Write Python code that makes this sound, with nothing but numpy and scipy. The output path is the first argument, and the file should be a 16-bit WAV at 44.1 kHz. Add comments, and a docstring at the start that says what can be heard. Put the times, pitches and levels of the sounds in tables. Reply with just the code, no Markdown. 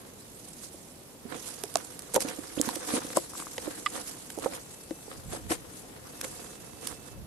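"""Cloth and a bag rustle and scrape as a phone is carried by hand in a quiet street at night: friction noise in strokes.
The hand knocks on the case (damped modes) and creaks; folds snap (noise bursts around single cracks).
A clasp clacks (rattled modes), skin squeaks once (a rough upward glide), and air thumps on two microphone
ports (low noise). Behind lie a thin whine (a wavering sine) and distant traffic and fans (smooth noise)."""
import sys
import numpy as np
from scipy import signal
from scipy.fft import rfft, irfft, next_fast_len
from scipy.io import wavfile
from scipy.ndimage import uniform_filter1d

SR = 44100
rng = np.random.default_rng(int(sys.argv[2]) if len(sys.argv) > 2 else 0)


def output_pcm(signal):
    """Save a mono or channel-first signal as 16-bit PCM at the path in sys.argv[1].

    Samples are clipped to [-1, 1] before scaling.
    """
    pcm = np.clip(np.atleast_2d(signal).T, -1, 1) * 32767
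    wavfile.write(sys.argv[1], SR, np.round(pcm).astype(np.int16))


def natural_amplitude(level_db):
    """Convert a level in decibels to a linear amplitude factor, elementwise."""
    exponent = np.asarray(level_db, float) / 20
    return 10 ** exponent


N = 320163  # length of the scene in samples

# Modes of the phone case: (frequency [Hz], level [dB], t60 [s])
CASE_MODES = [(321.5, -5, 0.15), (520, -1, 0.11), (764, -13.5, 0.15)]
# How the phone is turned to the clothes: (time [s], lag of left port [samples], left minus right [dB])
PHONE_TURN = [(0, 16, -4), (1.2, 25, -9), (1.7, -6, -7), (2.2, 9, -5.5), (3.3, -0.5, -0.5), (4.2, -4.5, -4),
              (5.7, -14, 2.5), (7.2, 11, -9.5)]


def evened(x):
    """Normalisation: scales to an rms of 1."""
    return x / np.sqrt(np.mean(x ** 2) + 1e-20)


def curve(rows, size=N):
    """Linear interpolation: every column of a time table at size even steps."""
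    times, *columns = np.transpose(rows)
    steps = np.linspace(0, N / SR, size)
    return [np.interp(steps, times, column) for column in columns]


def read(points, hz):
    """Spectral interpolation: reads a table on a log-frequency axis."""
    frequency, value = np.transpose(points)
    return np.interp(np.log(hz + 1), np.log(frequency + 1), value)


def sides(balance_db):
    """Intensity stereo: gains of the left and right port, left minus right being balance_db."""
    return natural_amplitude(np.array([balance_db, -balance_db]) / 2)


def add(mix, start_s, sound):
    """Superposition: adds a two-port sound into the mix from start_s on."""
    part = mix[:, round(start_s * SR):][:, :sound.shape[1]]
    part += sound[:, :part.shape[1]]


def coloured(x, gain_db):
    """Linear filtering: multiplies the spectrum by a function of frequency giving dB."""
    size = next_fast_len(x.shape[-1])
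    gain = natural_amplitude(gain_db(np.fft.rfftfreq(size, 1 / SR)))
    return irfft(rfft(x, size) * gain, size)[..., :x.shape[-1]]


def ring(hz, t60, rise):
    """Damped oscillation: one mode dying by 60 dB in t60 s, with a soft start of time constant rise s."""
    t = np.arange(SR // 5) / SR
    decay = natural_amplitude(-60 * t / max(t60, 0.005))
    return decay * (1 - np.exp(-t / rise)) * np.sin(2 * np.pi * hz * t)


def flicker(size, depth_db):
    """Random modulation: a gain that wanders by chance, holding for about size samples."""
    smooth = uniform_filter1d(rng.standard_normal(N), size)
    smooth = uniform_filter1d(smooth, size)
    return natural_amplitude(depth_db * evened(smooth))


def ports(alike, a, b):
    """Partial coherence: the left port hears the right one's sound late or early, plus its own."""
    lag = np.round(curve(PHONE_TURN)[0])
    late = np.interp(np.arange(N) - lag, np.arange(N), a)
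    alike = np.clip(alike, 0, 1)
    left = alike * late + np.sqrt(1 - alike ** 2) * b
    return np.array([left, a])


def crackle(per_s, spread_db, share):
    """Stick-slip friction: smooth noise plus many tiny ticks as fibres let go, a few of them large."""
    heights = natural_amplitude(spread_db * np.minimum(rng.exponential(1, (2, N)), 5))
    ticks = (rng.random((2, N)) < per_s / SR) * heights
    puff = np.exp(-np.arange(120) / 11.4) * rng.standard_normal(120)
    grains = signal.oaconvolve(ticks, puff[None], axes=1)[:, :N]
    return rng.standard_normal((2, N)) + share * evened(grains)


def patchy(x, spectrum):
    """Time-varying filtering: colours x while patches of about 1 kHz by 30 ms swell and sink."""
    hz, _, z = signal.stft(x, SR, nperseg=256, noverlap=192)
    patches = uniform_filter1d(rng.standard_normal(z.shape[1:]), size=6, axis=0)
    patches = evened(uniform_filter1d(patches, size=20, axis=1))
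    gain = natural_amplitude(read(spectrum, hz)[:, None] + 2 * patches)
    return evened(signal.istft(z * gain, SR, nperseg=256, noverlap=192)[1][:, :N])


def friction():
    """Energy addition: the powers of steady sliding and of each swelling stroke sum to two gains."""
    # Steady sliding of cloth: (time [s], hiss level [dB], scraping level [dB])
    sliding = [(0, -56.5, -54), (0.5, -50.5, -77), (1.23, -59.5, -91), (1.4, -44.5, -57),
               (2.12, -51, -55.5), (3.1, -42, -46), (3.29, -46.5, -58.5), (3.75, -45, -53.5),
               (4.9, -51.5, -62), (5.95, -55, -54), (6.35, -45, -51), (7.26, -66, -67)]
    # Strokes of cloth and hand: (time of peak [s], length [s], hiss level [dB], scraping level [dB])
    strokes = [(0.639, 0.16, -44, -62), (1.339, 0.25, -65, -44), (1.481, 0.098, -39, -52),
               (1.785, 0.09, -48, -41), (2.156, 0.05, -28, -28), (2.22, 0.06, -32, -34.5),
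               (2.29, 0.28, -42.5, -41), (2.676, 0.41, -37.5, -42.5), (2.896, 0.19, -34.5, -39.5),
               (2.956, 0.12, -30, -31), (3.169, 0.054, -29.5, -37), (3.39, 0.24, -42.5, -45),
               (3.682, 0.41, -49.5, -45), (3.966, 0.19, -40.5, -38.5), (4.087, 0.22, -39.5, -48),
               (4.446, 0.15, -44, -40.5), (4.546, 0.16, -40, -42), (5.115, 0.16, -53, -46),
               (5.342, 0.19, -41, -41), (5.524, 0.1, -30, -34), (5.777, 0.23, -46.5, -69),
               (6.248, 0.089, -42, -39.5), (6.881, 0.29, -42, -46), (7.07, 0.28, -51, -54)]
    swell_share, ends_db = 0.48, -28.5  # share of length spent swelling; level at both ends re peak
    t = np.arange(N) / SR
    power = natural_amplitude(np.array(curve(sliding))) ** 2
    for peak_s, length, *levels_db in strokes:
        near = slice(round((peak_s - length) * SR), round((peak_s + length) * SR))
        flank = np.where(t[near] < peak_s, -swell_share, 1 - swell_share)
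        away = (t[near] - peak_s) / length / flank  # 0 at the peak, 1 at either end
        stroke_db = np.array(levels_db)[:, None] + ends_db * away ** 1.47
        power[:, near] += natural_amplitude(stroke_db) ** 2
    return np.sqrt(power)


def rustle():
    """Friction noise: sliding cloth hisses in strokes, almost unlike at the two ports."""
    # Fine hiss of cloth: (frequency [Hz], relative level [dB per Hz])
    cloth = [(2500, 2.5), (8500, 12), (11900, 10), (14000, -8)]
    sound = patchy(ports(0.057, *crackle(1200, 5.0, 0.2)), cloth)
    hiss_gain = friction()[0]
    return sound * flicker(size=300, depth_db=2.0) * hiss_gain * sides(curve(PHONE_TURN)[1])


def rubbing():
    """Forced vibration: gritty scraping of cloth and skin over the case also shakes its modes."""
    # Grit of the scraping: (frequency [Hz], relative level [dB per Hz])
    scrape = [(120, -13), (300, 14), (800, 15), (2200, 7.5), (5000, 0.5), (7500, -45), (16000, -49)]
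    # the case dies away faster here than when knocked
    body = sum(natural_amplitude(db) * ring(hz, 0.14 * t60, 0.018) for hz, db, t60 in CASE_MODES)
    drive = ports(0.19, *crackle(400, 3.74, 0.95)) * flicker(size=250, depth_db=3.0)
    modes = signal.oaconvolve(drive, body[None] - body.mean(), axes=1)[:, :N]
    sound = patchy(drive, scrape) + 0.89 * evened(modes)
    scraping_gain = friction()[1]
    return sound * scraping_gain * sides(curve(PHONE_TURN)[1])


def case_response(luck):
    """Modal superposition: all case modes, their levels and pitches varied by chance."""
    modes = zip(CASE_MODES, luck)
    return sum(natural_amplitude(db + 3 * r) * ring(hz * (1 + r / 30), t60, 0.003) for (hz, db, t60), r in modes)


def knocks():
    """Impact excitation: a chattering contact rings the struck spot and, behind it, the case modes."""
    # Knocks: (time [s], two-port mean peak before balance [dB], pitch of spot [Hz], left minus right [dB])
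    knock_rows = [(0.743, -39, 322, -4), (1.253, -37.5, 240, -16.5), (1.638, -28.5, 424, -7),
                  (1.756, -16.5, 693, -10), (2.1419, -28, 520, -8), (2.162, -13.5, 546, -3),
                  (2.167, -22, 470, -20), (2.177, -19, 520, 8), (2.249, -25.5, 285, -9),
                  (2.387, -33, 290, -18), (2.5746, -26.5, 297, -15.5), (2.598, -21.5, 294, -16),
                  (2.675, -30.5, 239, -15.5), (2.6895, -25.5, 980, -16), (2.763, -32.5, 326, -15),
                  (2.937, -19, 280, -7), (2.9768, -23, 320, -2), (3.048, -30.5, 290, -8),
                  (3.1714, -12, 610, 9), (3.1765, -21, 342, -5), (3.5817, -29.5, 503, -11),
                  (3.6753, -26, 322, -13.5), (4.376, -29, 370, -11), (4.386, -29, 452, -12.5),
                  (4.4601, -17, 520, -11), (4.465, -25, 740, -9), (4.909, -25, 316, 8),
                  (5.08, -37.5, 480, -10), (5.333, -31, 369, -12), (5.348, -31.5, 516, -10),
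                  (5.5074, -21, 332, 3)]
    out = np.zeros((2, N))
    luck = rng.standard_normal((len(knock_rows), 2, len(CASE_MODES)))
    chatter = 0.025 * rng.standard_normal((len(knock_rows), 1, 1200)) * np.exp(-np.arange(1200) / 300)
    chatter[:, :, 0] = 1  # the first contact
    for (start_s, db, hz, balance_db), port_luck, touch in zip(knock_rows, luck, chatter):
        spot = ring(hz, 14 / hz, 0.4 / hz) + 0.75 * ring(1.663 * hz, 8 / hz, 0.4 / hz)
        body = np.array([case_response(row) for row in port_luck])
        sound = signal.fftconvolve(spot + 0.093 * body, touch, axes=1)
        sound = sound / abs(sound.mean(0)).max()
        add(out, start_s, natural_amplitude(db) * sound * sides(balance_db)[:, None])
    return out


def creak():
    """Stick-slip: a row of single slips, each a short damped ring."""
    # Slips: (time [s], peak before balance [dB])
    slip_rows = [(3.335, -37.5), (3.353, -36), (3.401, -35), (3.423, -34), (3.469, -33)]
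    out = np.zeros((2, N))
    slip = ring(1140, 0.0087, 0.0003)
    for start_s, db in slip_rows:
        add(out, start_s, natural_amplitude(db) * slip / slip.max() * sides(9.6)[:, None])
    return out


def snaps():
    """Impulsive radiation: each fold gives one crack in a brief noise burst; dull ones start abruptly."""
    # Snaps: (time of peak [s], two-port mean peak before balance [dB], filter gain at 9 kHz [dB],
    # time constant of fade [ms])
    snap_rows = [(1.6378, -12, 13, .7), (1.7413, -20, 22, .5), (1.7566, -4.5, 9, 0.4),
                 (1.771, -20, 10, 1.3), (1.993, -21, 14, .6), (2.022, -27, 18, .7), (2.139, -20, 16, .7),
                 (2.144, -4, 24, .6), (2.1617, -2, 15, .8), (2.206, -14.5, 13, 0.91), (2.223, -20, 24, 2.5),
                 (2.2872, -22, 6, 4.3), (2.6145, -3, 30, 0.51), (2.6897, -18, 6, 0.6),
                 (2.758, -19.5, 10, 2.5), (2.9394, -16, 11, 0.88), (3.171, -4, 34, .9),
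                 (3.4013, -21.5, 15, .8), (3.581, -22, -6.5, 2.6), (4.303, -26.5, 3, 1.7),
                 (4.388, -27, 16, 1.5), (4.398, -28, 18, 2), (4.446, -25, 6, 1.2), (4.5359, -26, -19, 0.68),
                 (4.9085, -33, -12, 3), (5.5057, -20, -4, 1.5), (6.214, -19, 8.5, 1.5),
                 (6.248, -20.5, 11, 2), (6.873, -14, 16, 1.8)]
    crack_height = 1.77  # over the rms of the burst noise at its peak
    out, t = np.zeros((2, N)), np.arange(-800, 1200) / SR
    for peak_s, db, bright_db, fade_ms in snap_rows:
        rise = np.clip(0.5 + bright_db / 20, 0.1, 1)  # rise time as a share of the fade
        shape = np.exp(-1000 * abs(t) / fade_ms / np.where(t < 0, rise, 1))
        a, b = rng.standard_normal((2, len(t)))
        noise = np.array([a, 0.6 * a + 0.8 * b])
        burst = shape * (noise + crack_height * (t == 0))
        burst = coloured(burst, lambda hz: read([(600, 1.0), (2000, 7.4), (9000, bright_db)], hz))
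        add(out, peak_s + t[0], natural_amplitude(db) * burst / abs(burst.mean(0)).max())
    return out * sides(curve(PHONE_TURN)[1])


def clack():
    """Modal impact: rattling contact shakes the hollow clasp's modes, then damps them; high ones die first."""
    # The clasp shuts: start [s], length of rattle [s], peak before balance [dB], left minus right [dB]
    clack_row = (3.8612, 0.008, -15, -7)
    # Modes of the clasp: (frequency [Hz], level [dB])
    clasp_modes = [(1195, 0), (1998, -4), (2924, -8), (3363, -8), (5090, -14), (7350, -12), (8800, -12)]
    start_s, length, db, balance_db = clack_row
    out, t = np.zeros((2, N)), np.arange(SR // 20) / SR
    hold = natural_amplitude(-60 * np.maximum(t - length, 0) / 0.028)  # full during the rattle, then damped
    modes = sum(natural_amplitude(level_db) * ring(hz, 80 / hz, 2.5 / hz)[:len(t)] for hz, level_db in clasp_modes)
    grit_points = [(600, -30), (1600, 0), (5000, -8), (6000, -30)]  # (frequency [Hz], gain [dB])
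    grit = coloured(rng.standard_normal(len(t)), lambda hz: read(grit_points, hz))
    sound = hold * (modes + 0.5 * grit * np.minimum(t / 0.002, 1))
    add(out, start_s, natural_amplitude(db) * sound / abs(sound).max() * sides(balance_db)[:, None])
    return out


def squeak():
    """Frequency modulation: skin skids once, a short whistle gliding upward, roughened by pitch noise."""
    # The skid: start [s], length [s], first frequency [Hz], last frequency [Hz], peak before balance [dB]
    squeak_row = (2.58, 0.021, 2450, 4050, -41)
    start_s, length, from_hz, to_hz, db = squeak_row
    out = np.zeros((2, N))
    u = np.arange(0, 1, 1 / (length * SR))  # share of the length gone by
    rough = 1 + 0.25 * rng.standard_normal(len(u))
    turns = np.cumsum((from_hz + (to_hz - from_hz) * u) * rough) / SR
    tone = np.sin(np.pi * u) * np.sin(2 * np.pi * turns)
    add(out, start_s, natural_amplitude(db) * tone * sides(-15)[:, None])
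    return out


def air():
    """Turbulent pressure: moving air thumps in lumps of low noise on each port by itself."""
    # Air on the ports: (time [s], rms level before balance [dB])
    air_level = [(0, -70), (5.05, -66.5), (5.18, -48), (5.23, -54), (5.26, -42), (5.39, -52), (5.43, -45),
                 (5.59, -49), (5.7, -62), (7.1, -58), (7.16, -44), (7.26, -44)]
    gusts = [flicker(size=800, depth_db=3) for port in "LR"]
    lumps = rng.standard_normal((2, N)) * gusts
    low = coloured(lumps, lambda hz: read([(15, -55), (45, -4.5), (150, -4.5), (800, -55)], hz))
    return evened(low) * natural_amplitude(curve(air_level)[0]) * sides(-5)[:, None]


def whine():
    """Phase integration: a thin tone that wavers a little in pitch and level, the same at both ports."""
    # Whine: (time [s], rms level before wavering [dB])
    whine_level = [(4.55, -88), (4.7, -70), (5.05, -69), (5.15, -85), (6.05, -82), (6.13, -68), (7.15, -67),
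                   (7.22, -85)]
    centre_hz = 2636
    turns = np.cumsum(centre_hz * flicker(size=1500, depth_db=0.008)) / SR
    tone = np.sin(2 * np.pi * turns) * flicker(size=2000, depth_db=1.2)
    return np.sqrt(2) * natural_amplitude(curve(whine_level)[0]) * np.array([tone, tone])


def street():
    """Diffuse-field coherence: distant traffic and fans as smooth noise, alike in both ports only in the bass."""
    # Street noise: (frequency [Hz], relative level [dB per Hz])
    street_spectrum = [(25, -11.5), (178, -1.5), (449, -5), (1510, -19.5), (9190, -25), (11900, -16.5),
                       (14000, -3.5), (16500, -22)]
    # Likeness of left and right: (frequency [Hz], correlation [-1 to 1])
    likeness = [(60, 1), (380, 0.67), (2380, -0.14)]
    level_db = -46  # rms
    a, b = rng.standard_normal((2, N))
    size = next_fast_len(N)
    same = np.clip(read(likeness, np.fft.rfftfreq(size, 1 / SR)), -1, 1)
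    right = irfft(same * rfft(a, size) + np.sqrt(1 - same ** 2) * rfft(b, size), size)[:N]
    noise = coloured(np.array([a, right]), lambda hz: read(street_spectrum, hz))
    return natural_amplitude(level_db) * evened(noise)


def scene():
    """Superposition: all sources add at the two ports."""
    handling = rustle() + rubbing() + knocks() + creak() + snaps() + clack() + squeak()
    return handling + air() + whine() + street()


def top_cut(x):
    """Nothing passes above the cut-off."""
    return signal.sosfilt(signal.butter(12, 16470, fs=SR, output="sos"), x)


def record(dry):
    """Linear filtering: the deepest bass is reduced, a narrow gap cut above 12 kHz, the treble above it weakened."""
    # Response: (frequency [Hz], gain [dB])
    response = [(12, -20), (30, 0), (11950, 0), (12250, -55), (13800, -15), (15600, -24), (16500, -60)]
    mix = coloured(dry, lambda hz: read(response, hz))
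    return top_cut(mix)


dry = scene()
out = record(dry)
output_pcm(out)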